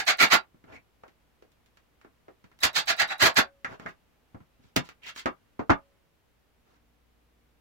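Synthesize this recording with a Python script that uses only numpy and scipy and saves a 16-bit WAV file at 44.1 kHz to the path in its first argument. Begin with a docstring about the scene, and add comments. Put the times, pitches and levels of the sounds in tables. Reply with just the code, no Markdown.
"""A cordless drill drives pocket screws into a wooden frame in a small workshop.
It turns in short surges: stick-slip trains squeak and judder through the frame's resonances, over motor whine.
Then the frame is shifted, a bar clamp snaps open and slides off, and the frame is set down on a board:
filtered noise bursts for knocks and scrapes, a decaying sine for the bar. Room noise, hum and hiss lie below."""
import sys
import numpy as np
from scipy import signal
from scipy.fft import rfft, irfft, next_fast_len
from scipy.io import wavfile
from scipy.ndimage import uniform_filter1d

SR = 44100
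rng = np.random.default_rng(int(sys.argv[2]) if len(sys.argv) > 2 else 0)


def pcm_store(signal):
    """Save signal as 16-bit PCM."""
    levels = np.round(np.clip(np.atleast_2d(signal), -1, 1) * 32767)
    wavfile.write(sys.argv[1], SR, levels.astype(np.int16).T)


N = 335468  # samples
TAPS = 8192
HZ = np.fft.rfftfreq(TAPS, 1 / SR)

# drill surges: (bite time [s], rise [s], hold [s], relative level [dB], binding [0-1],
# squeal [Hz], squeal lift [dB], rasp lift [dB], motor whine level [dB])
SURGE_TABLE = [(-.04, .021, .019, -16, 0.09, 2220, 5, 1, -49.5),
               (0.063, 0.022, 0.022, -16.5, .2, 2180, 5.5, 0.5, -54),
               (.183, 0.022, 0.037, -15, 0.86, 2260, 6, -2.5, -50),
               (.298, 0.025, 0.021, -15, 0.98, 2250, 3, -3.5, -53.5),
               (2.615, 0.009, .008, -42, .3, 850, 6, -11, -45.5),
               (2.625, 0.0076, 0.02, -19, 0.97, 4320, -2.5, 6, -43),
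               (2.742, 0.023, 0.03, -22, 0.48, 3540, 4, 5.5, -44),
               (2.869, 0.023, .015, -19, 0.46, 2250, 0, 1.5, -46),
               (2.977, 0.026, .018, -20.5, .25, 1970, 5.5, -1, -41.5),
               (3.088, 0.018, 0.021, -28, 0.11, 850, 8.5, -11, -40.5),
               (3.193, 0.022, 0.059, -16.5, 0.88, 2130, 0, -2, -45.5),
               (3.355, 0.015, 0.021, -15.5, 0.92, 1400, 7, -0.5, -55.5)]
# click of touching surfaces: (frequency [Hz], relative density [dB per Hz])
CLICK_SPECTRUM = [(500, -10.5), (3000, 5.5), (6800, -2.5), (9000, -15.5), (12500, -16), (16000, -13.5)]


def screw():
    """The thread squeaks by stick-slip in each surge; where it binds, coarse slips shake the frame."""
    # thread stick-slip: (frequency [Hz], relative density [dB per Hz])
    squeak_spectrum = [(100, -39.5), (450, -16.5), (700, -7), (1050, -9), (1500, -2.5), (2200, -3),
                       (3100, -8), (4400, -5.5), (5500, -14.5), (7200, -15.5), (8800, -26.5),
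                       (12500, -29.5), (16000, -30)]
    # coarse slips when binding: (frequency [Hz], relative density [dB per Hz])
    judder_spectrum = [(30, -12.5), (70, -1.5), (140, -1), (300, -0.5), (600, -0.5), (1300, 0),
                       (2500, -5.5), (7000, -13.5), (9000, -23.5), (12500, -15), (16000, -22.5)]
    slips_per_s, judder_per_s = 760, 380
    sag_db_per_s = 78  # the push tires while held
    free_rough, bound_rough = .3, .75  # a binding screw slips more unevenly
    free_judder_db, bound_judder_db = -18.5, -1.5  # relative, and shakes the frame harder
    judder_onset = 0.9  # share of the rise

    out, frame = np.zeros(N), frame_gain()
    rasp_band = 1 / (1 + (3000 / (HZ + 1)) ** 4)
    for bite_s, rise_s, hold_s, db, binding, squeal_hz, squeal_db, rasp_db, _ in SURGE_TABLE:
        t, push = stroke(rise_s, hold_s, -sag_db_per_s * hold_s, foot_db=-25)
        push = push * flutter(t, depth_db=2.8, step_s=.004)

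        rough = blend(free_rough, bound_rough, binding)
        squeak = slips(t, slips_per_s, jitter=.45 * rough, spread_db=2)
        squeak = unit(squeak + .5 * rng.standard_normal(len(t)))
        tone_db = read(squeak_spectrum) + rasp_db * rasp_band + squeal_db * bump(squeal_hz, octaves=0.1)
        add(out, bite_s, amp(db) * colour(squeak * push, frame * amp(tone_db)))

        judder_db = blend(free_judder_db, bound_judder_db, binding)
        bound = np.clip((t - judder_onset * rise_s) / 0.014, 0, 1)
        judder = slips(t, judder_per_s, jitter=.5, spread_db=0)
        judder = judder + .5 * rng.standard_normal(len(t))
        shaken = colour(judder * push * bound, frame * amp(read(judder_spectrum)))
        add(out, bite_s, amp(db + judder_db - 1.5) * shaken)
    return out


def motor(tick_db=-48, gears_db=-4, overtone_db=-21):
    """Each start gives a thin tick, then the whine of the chopped motor current over gear noise."""
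    whine_hz, waver_share = 3860, 0.089
    lead_s = 0.012  # the motor switches on this long before the screw bites
    # (frequency [Hz], relative density [dB per Hz])
    gear_spectrum = [(150, -9), (800, 2), (1900, 1), (3000, -5), (5600, -8.5), (9000, -28)]
    tick_spectrum = [(1500, -15), (6000, 1), (15000, 3)]

    out = np.zeros(N)
    for bite_s, rise_s, hold_s, *_, db in SURGE_TABLE:
        start_s = bite_s - lead_s
        t, on = stroke(0.0068, rise_s + hold_s, foot_db=-11, half_fade_s=.008)
        tick, gears, waver = rng.standard_normal((3, len(t)))
        phase = 2 * np.pi * np.cumsum(whine_hz * (1 + waver_share * waver)) / SR
        whine = np.sqrt(2) * (np.sin(phase) + amp(overtone_db) * np.sin(2 * phase))
        add(out, start_s, amp(db) * on * whine)
        add(out, start_s, amp(db + gears_db) * colour(on * gears, amp(read(gear_spectrum))))
        tick = tick * np.exp(-t / 0.0044)
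        add(out, start_s, amp(tick_db) * colour(tick, amp(read(tick_spectrum))))
    return out


def knocks(chatter_db=3):
    """In each blow the surfaces graze, meet in a sharp push and chatter for a few milliseconds."""
    # wood, drill and clamp: (contact time [s], relative level [dB], hardness [0-1],
    # struck part's resonance [Hz], its lift [dB])
    blow_table = [(.545, -55.5, 0.25, 166.5, 20), (0.641, -51.5, 0.49, 203, 18),
                  (1.036, -45.5, 0.4, 602, 9), (1.081, -56.5, 0.64, 301, 13), (1.424, -53, 0.65, 448, 22),
                  (1.519, -69, 0.98, 303, -10), (1.661, -66, 0.75, 301.5, -12),
                  (1.772, -58.5, 0.66, 200, -3), (2.014, -59, 0.57, 201, -8), (2.048, -49.5, 0.42, 303, 12),
                  (2.283, -46, 0.4, 434, 14), (2.442, -51, 0.6, 148, 21.5), (2.516, -59.5, 0.51, 200, 1),
                  (2.59, -57, 0.78, 200, -4), (2.634, -22, 0.86, 200, -1), (3.029, -27, 0.57, 1890, 15),
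                  (3.226, -18, 0.74, 200, 0), (3.387, -23.5, 0.48, 298, .5), (3.647, -28, 0.52, 1700, 8.5),
                  (3.798, -43.5, 0.55, 159, 14.5), (3.857, -39, 0.18, 130, 16), (3.862, -33, 0.4, 1930, 9),
                  (4.347, -40, .26, 140, 18.5), (4.405, -50.5, 0.37, 130.7, 21),
                  (4.596, -57, .05, 141.5, 24.5), (4.644, -57, 0.14, 138, 26),
                  (4.761, -30.5, 0.68, 300, -14), (4.764, -19.5, 0.76, 400, 11.5),
                  (4.770, -22, 0.49, 159, 20.5), (4.89, -44.5, 0.65, 203, 1.5),
                  (5.162, -43.5, 0.67, 3000, 7), (5.259, -22.5, .45, 400, 6.5),
                  (5.264, -27.5, 0.35, 286, 15), (5.594, -26.5, 0.24, 260, 9.5),
                  (5.697, -14.5, 0.24, 1100, 3.5), (5.703, -14, 0.38, 200, 6)]
    # a harder knock is brighter, clicks more and chatters less
    soft_corner_hz, hard_corner_hz = 596, 6040
    soft_click_db, hard_click_db = -50.5, 14
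    soft_chatter_s, hard_chatter_s = .008, .0016  # twice the decay constant

    out, t = np.zeros(N), np.arange(SR // 10) / SR
    for contact_s, db, hardness, ring_hz, ring_db in blow_table:
        corner_hz = soft_corner_hz * (hard_corner_hz / soft_corner_hz) ** hardness
        click_db = blend(soft_click_db, hard_click_db, hardness)
        chatter_s = soft_chatter_s * (hard_chatter_s / soft_chatter_s) ** hardness
        graze_s = np.clip(chatter_s, 1e-3, .03) / 2
        blow = rng.standard_normal(len(t)) * t * np.exp(-t / graze_s)
        blow *= amp(chatter_db) / np.linalg.norm(blow)
        blow[round(graze_s * SR)] += 1  # the sharp push
        ring = colour(even(blow, size=41), contact(ring_db, ring_hz, corner_hz, click_db))
        add(out, contact_s - graze_s, amp(db + 27) * ring / np.linalg.norm(ring))
    return out


def contact(ring_db, ring_hz, corner_hz, click_db):
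    """Contact spectrum: struck part's resonance, a body a harder touch extends upward, a surface click."""
    # any contact with the frame: (frequency [Hz], relative density [dB per Hz])
    body_spectrum = [(20, -19.5), (45, -9), (80, -2), (140, -4), (400, 0.5), (750, -1), (1300, 3),
                     (2300, 4), (4000, -2)]
    ring_octaves = .85 * (200 / ring_hz) ** .35  # higher resonances are narrower
    body = amp(read(body_spectrum) + ring_db * bump(ring_hz, ring_octaves))
    softness = 1 / np.sqrt(1 + (HZ / corner_hz) ** 6)
    # a stronger click is also briefer, so it reaches further into the treble
    snap_db = np.clip(.45 * (click_db + 14), -6, 8) * bump(11500, octaves=.4)
    click = amp(click_db + snap_db + read(CLICK_SPECTRUM))
    low_cut = (HZ + 10) / np.hypot(HZ, 40)
    return frame_gain() * np.hypot(body * softness, click) * low_cut


def scrapes(grain_db=4.0):
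    """Sliding surfaces catch on many small grains: a rasp, the frame's rumble and a fine hiss."""
    # slides on wood: (start [s], length before fade [s], relative level [dB], rasp [Hz],
    # rasp width [octaves], rumble lift [dB])
    slide_table = [(0.661, 0.068, -51.5, 1495, 0.74, 20), (0.713, 0.051, -47.5, 2200, 0.19, -4),
                   (3.663, 0.082, -45, 1400, 0.76, 16), (3.788, .058, -52, 1600, 0.71, 13.5),
                   (3.86, 0.042, -49, 1700, .6, 5), (4.599, 0.091, -69, 2000, 1, 5.5),
                   (4.827, 0.047, -56.5, 2200, 1, 3), (5.018, 0.056, -46, 2390, 0.37, -15),
                   (5.054, .045, -39.5, 2040, 0.74, -13.5), (5.147, 0.058, -41.5, 2300, 0.93, -13),
                   (6.617, 0.15, -68, 1200, 1, 14)]
    # frame under a sliding touch: (frequency [Hz], relative density [dB per Hz])
    rumble_spectrum = [(20, -10), (90, 1.5), (160, -1.5), (320, -0.5), (600, -1), (1500, -6), (3500, -23),
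                       (8000, -65)]
    swell_share = 0.48  # part of a slide spent building up pressure
    hiss_base_db, hiss_db_per_octave = -29, 26  # the broader the rasp, the more it hisses

    out = np.zeros(N)
    for start_s, length_s, db, rasp_hz, octaves, rumble_db in slide_table:
        rise_s, hold_s = swell_share * length_s, (1 - swell_share) * length_s
        t, push = stroke(rise_s, hold_s, foot_db=-18, half_fade_s=.014)
        noise, size = rng.standard_normal((2, len(t)))
        grains = unit(noise * amp(grain_db * unit(uniform_filter1d(size, 40))))
        rasp = bump(rasp_hz, octaves)
        rumble = amp(rumble_db + read(rumble_spectrum))
        hiss = amp(hiss_base_db + hiss_db_per_octave * octaves + read(CLICK_SPECTRUM))
        tone = np.linalg.norm([rasp, rumble, hiss], axis=0)
        add(out, start_s, amp(db) * colour(grains * push, frame_gain() * tone))
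    return out


def clamp_bar():
    """The steel bar of the clamp rings on faintly after a hard jolt: a decaying sine."""
    # jolts: (time [s], peak level [dB])
    jolt_table = [(3.387, -50.5), (5.703, -55.5)]
    bar_hz, t60_s = 556, 0.73
    out, t = np.zeros(N), np.arange(SR) / SR
    for jolt_s, db in jolt_table:
        add(out, jolt_s, amp(db - 60 * t / t60_s) * np.sin(2 * np.pi * bar_hz * t))
    return out


def background(shared=0.47):
    """Low room noise, partly common to both channels, mains hum and a fine microphone hiss."""
    # room noise: (frequency [Hz], relative density [dB per Hz])
    air_spectrum = [(20, -13), (42, -4), (60, -7.5), (120, -8.5), (230, -13), (400, -14.5), (550, -16.5),
                    (900, -19), (2900, -25.5), (4500, -32.5), (15500, -46.5)]
    # room noise: (time [s], level [dB])
    air_level = [(0, -69), (5.95, -68), (6.02, -70), (7.6, -69.7)]
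    # hum partials: (frequency [Hz], level before the hum gain [dB])
    hum_partials = [(59.2, -72.5), (236.9, -82), (296.1, -85.5), (468.3, -89)]
    # hum dips, then swells: (time [s], gain [dB])
    hum_gain = [(5.9, -4.5), (6.05, -13), (6.8, 1.5)]
    # (frequency [Hz], relative density [dB per Hz])
    hiss_spectrum = [(3000, -1), (9000, -8), (12500, -3), (16000, -5.5)]
    hiss_db = -78

    t = np.arange(N) / SR
    air_gain = amp(read(air_spectrum))
    left, right, common = (colour(rng.standard_normal(N + TAPS), air_gain)[TAPS:TAPS + N] for _ in range(3))
    air = unit(np.array([left, right]) + shared * common) * amp(np.interp(t, *np.transpose(air_level)))
    hum = np.zeros(N)
    for hz, db in hum_partials:
        hum += np.sqrt(2) * amp(db) * np.sin(2 * np.pi * (hz * t + rng.random()))
    hum *= amp(np.interp(t, *np.transpose(hum_gain)))
    hiss = np.array([colour(rng.standard_normal(N), amp(read(hiss_spectrum)))[:N] for _ in range(2)])
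    return air + hum + amp(hiss_db) * hiss


def workshop(x, direct_db, lag_s, count=5):
    """Parts of the frame radiate in turn by their own paths; left microphone up to lag_s further off."""
    turn = np.arange(N) / SR / .007  # 7 ms per part
    out = np.zeros((2, N))
    for k in range(count):
        share = np.cos(np.pi / 2 * np.minimum(abs((turn - k + 1) % count - 1), 1))
        paths = np.array([path(direct_db, lag_s * (k + 1) / count), path(direct_db, 0)])
        out += signal.oaconvolve((x * share)[None], paths, axes=1)[:, :N]
    return out


def path(direct_db, lag_s, build_s=0.00095):
    """Response from one part of the frame to one microphone: direct sound, then dense reflections."""
    # reverberation: (frequency [Hz], T60 [s])
    room_t60 = [(100, 0.14), (260, 0.088), (700, 0.14), (1840, 0.11), (4850, 0.086), (12800, 0.049)]
    t = np.arange(SR // 3) / SR
    hz, when, z = signal.stft(rng.standard_normal(len(t)) ** 3, SR, nperseg=256)
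    decay = amp(-60 * when / read(room_t60, hz)[:, None])
    tail = signal.istft(z * decay, SR, nperseg=256)[1][:len(t)]
    tail *= 1 - np.exp(-t / build_s)
    tail /= np.linalg.norm(tail)
    tail[round(lag_s * SR)] += amp(direct_db)
    return even(tail)


def frame_gain():
    """Gain of the frame's resonances, which colour everything that touches it."""
    # frame on its board: (frequency [Hz], width [Hz], lift [dB])
    frame_modes = [(136, 36, 4), (292, 45, 4), (677, 45, 3), (802, 45, 3), (974, 35, 2), (1092, 40, 3),
                   (1212, 40, 2), (1388, 45, 5), (1659, 55, 5), (1958, 40, 4), (2146, 55, 3), (2745, 30, 4),
                   (4640, 50, 3)]
    return amp(sum(db / (1 + (2 * (HZ - hz) / width) ** 2) for hz, width, db in frame_modes))


def stroke(rise_s, hold_s, sag_db=0, foot_db=-26, half_fade_s=.012):
    """Times and envelope of a push that swells, holds and lets go."""
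    rise_s, hold_s = max(rise_s, 1e-3), max(hold_s, 1e-3)
    t = np.arange(0, rise_s + hold_s + 2 * half_fade_s, 1 / SR)
    swell_db = foot_db * np.maximum(1 - t / rise_s, 0) ** 1.8
    corners_s = np.cumsum([rise_s, hold_s, 2 * half_fade_s])
    return t, amp(swell_db + np.interp(t, corners_s, [0, sag_db, sag_db - 43]))


def slips(t, rate_hz, jitter, spread_db):
    """A train of sudden slips, uneven in spacing and size."""
    gap, size = rng.standard_normal((400, 2)).T
    at = (np.cumsum(np.exp(jitter * gap)) * SR / rate_hz).astype(int)
    keep = at < len(t)
    train = np.zeros(len(t))
    train[at[keep]] = amp(spread_db * np.clip(size[keep], -2, 2))
    return unit(train - train.mean())


def flutter(t, depth_db, step_s=.005):
    """Random unsteadiness of the pressure on a sliding contact."""
    knots = np.clip(rng.standard_normal(200), -1.6, 1.6)
    return amp(depth_db * np.interp(t / step_s, np.arange(len(knots)), knots))


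def amp(db):
    """Decibels to gain."""
    return 10 ** (np.asarray(db) / 20)


def unit(x):
    """Scales to an rms of one."""
    return x / np.sqrt(np.mean(x ** 2) + 1e-20)


def blend(low, high, share):
    """The value a share of the way from low to high."""
    return low + (high - low) * share


def read(points, hz=HZ):
    """Reads a spectrum on a log-frequency axis."""
    f, value = np.transpose(points)
    return np.interp(np.log(hz + 1), np.log(f + 1), value)


def bump(hz, octaves):
    """A rounded hill of height one around a frequency."""
    return np.exp(-.5 * (np.log2((HZ + 1) / hz) / octaves) ** 2)


def add(mix, start_s, sound):
    """Adds a sound into the mix, cutting what falls outside."""
    start = round(start_s * SR)
    sound = sound[max(-start, 0):]
    part = mix[max(start, 0):][:len(sound)]
    part += sound[:len(part)]


def colour(x, gain):
    """Causal minimum-phase filter with the given magnitude, scaled to unit energy."""
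    log_gain = np.log(np.maximum(unit(gain), 1e-4))
    circle = np.r_[log_gain, log_gain[-2:0:-1]]
    spectrum = np.exp(np.conj(signal.hilbert(circle)))[:len(HZ)]
    response = irfft(spectrum)[:len(HZ)]
    fade = np.cos(np.linspace(0, np.pi / 2, len(HZ))) ** 2
    return signal.fftconvolve(x, response * fade)


def even(x, size=9):
    """Smooths the broad hills and holes out of a short burst's spectrum, at unit energy."""
    power = uniform_filter1d(abs(rfft(x, TAPS)) ** 2, size)
    flat = colour(x, 1 / np.sqrt(power + 1e-3 * power.mean()))
    return flat / np.linalg.norm(flat)


def scene():
    """The drill sits a little to the right; the handling of the frame is nearer the middle."""
    # drill: (frequency [Hz], left minus right [dB])
    drill_side = [(200, -0.5), (900, -1), (1500, -2), (4500, -3.5), (7500, -2), (10000, 4), (15000, 1)]
    driving = screw() + motor()
    touches = knocks() + scrapes()
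    drill = workshop(driving, direct_db=-5, lag_s=.0008)
    size = next_fast_len(N + TAPS)
    side = amp(read(drill_side, np.fft.rfftfreq(size, 1 / SR)) / 2)
    drill = irfft(rfft(drill, size) * np.array([side, 1 / side]), size)[:, :N]
    handling = workshop(touches, direct_db=-3.5, lag_s=.0009)
    return drill + handling + clamp_bar() + background()


def record(dry):
    """Rounds off the highest peaks, then limits the band."""
    edge_hz = 15950
    rounded = dry / (1 + (dry / .8) ** 4) ** .25
    lowpass = signal.firwin(511, edge_hz, window=("kaiser", 9), fs=SR)
    return signal.oaconvolve(rounded, lowpass[None], "same")


dry = scene()
out = record(dry)
pcm_store(out)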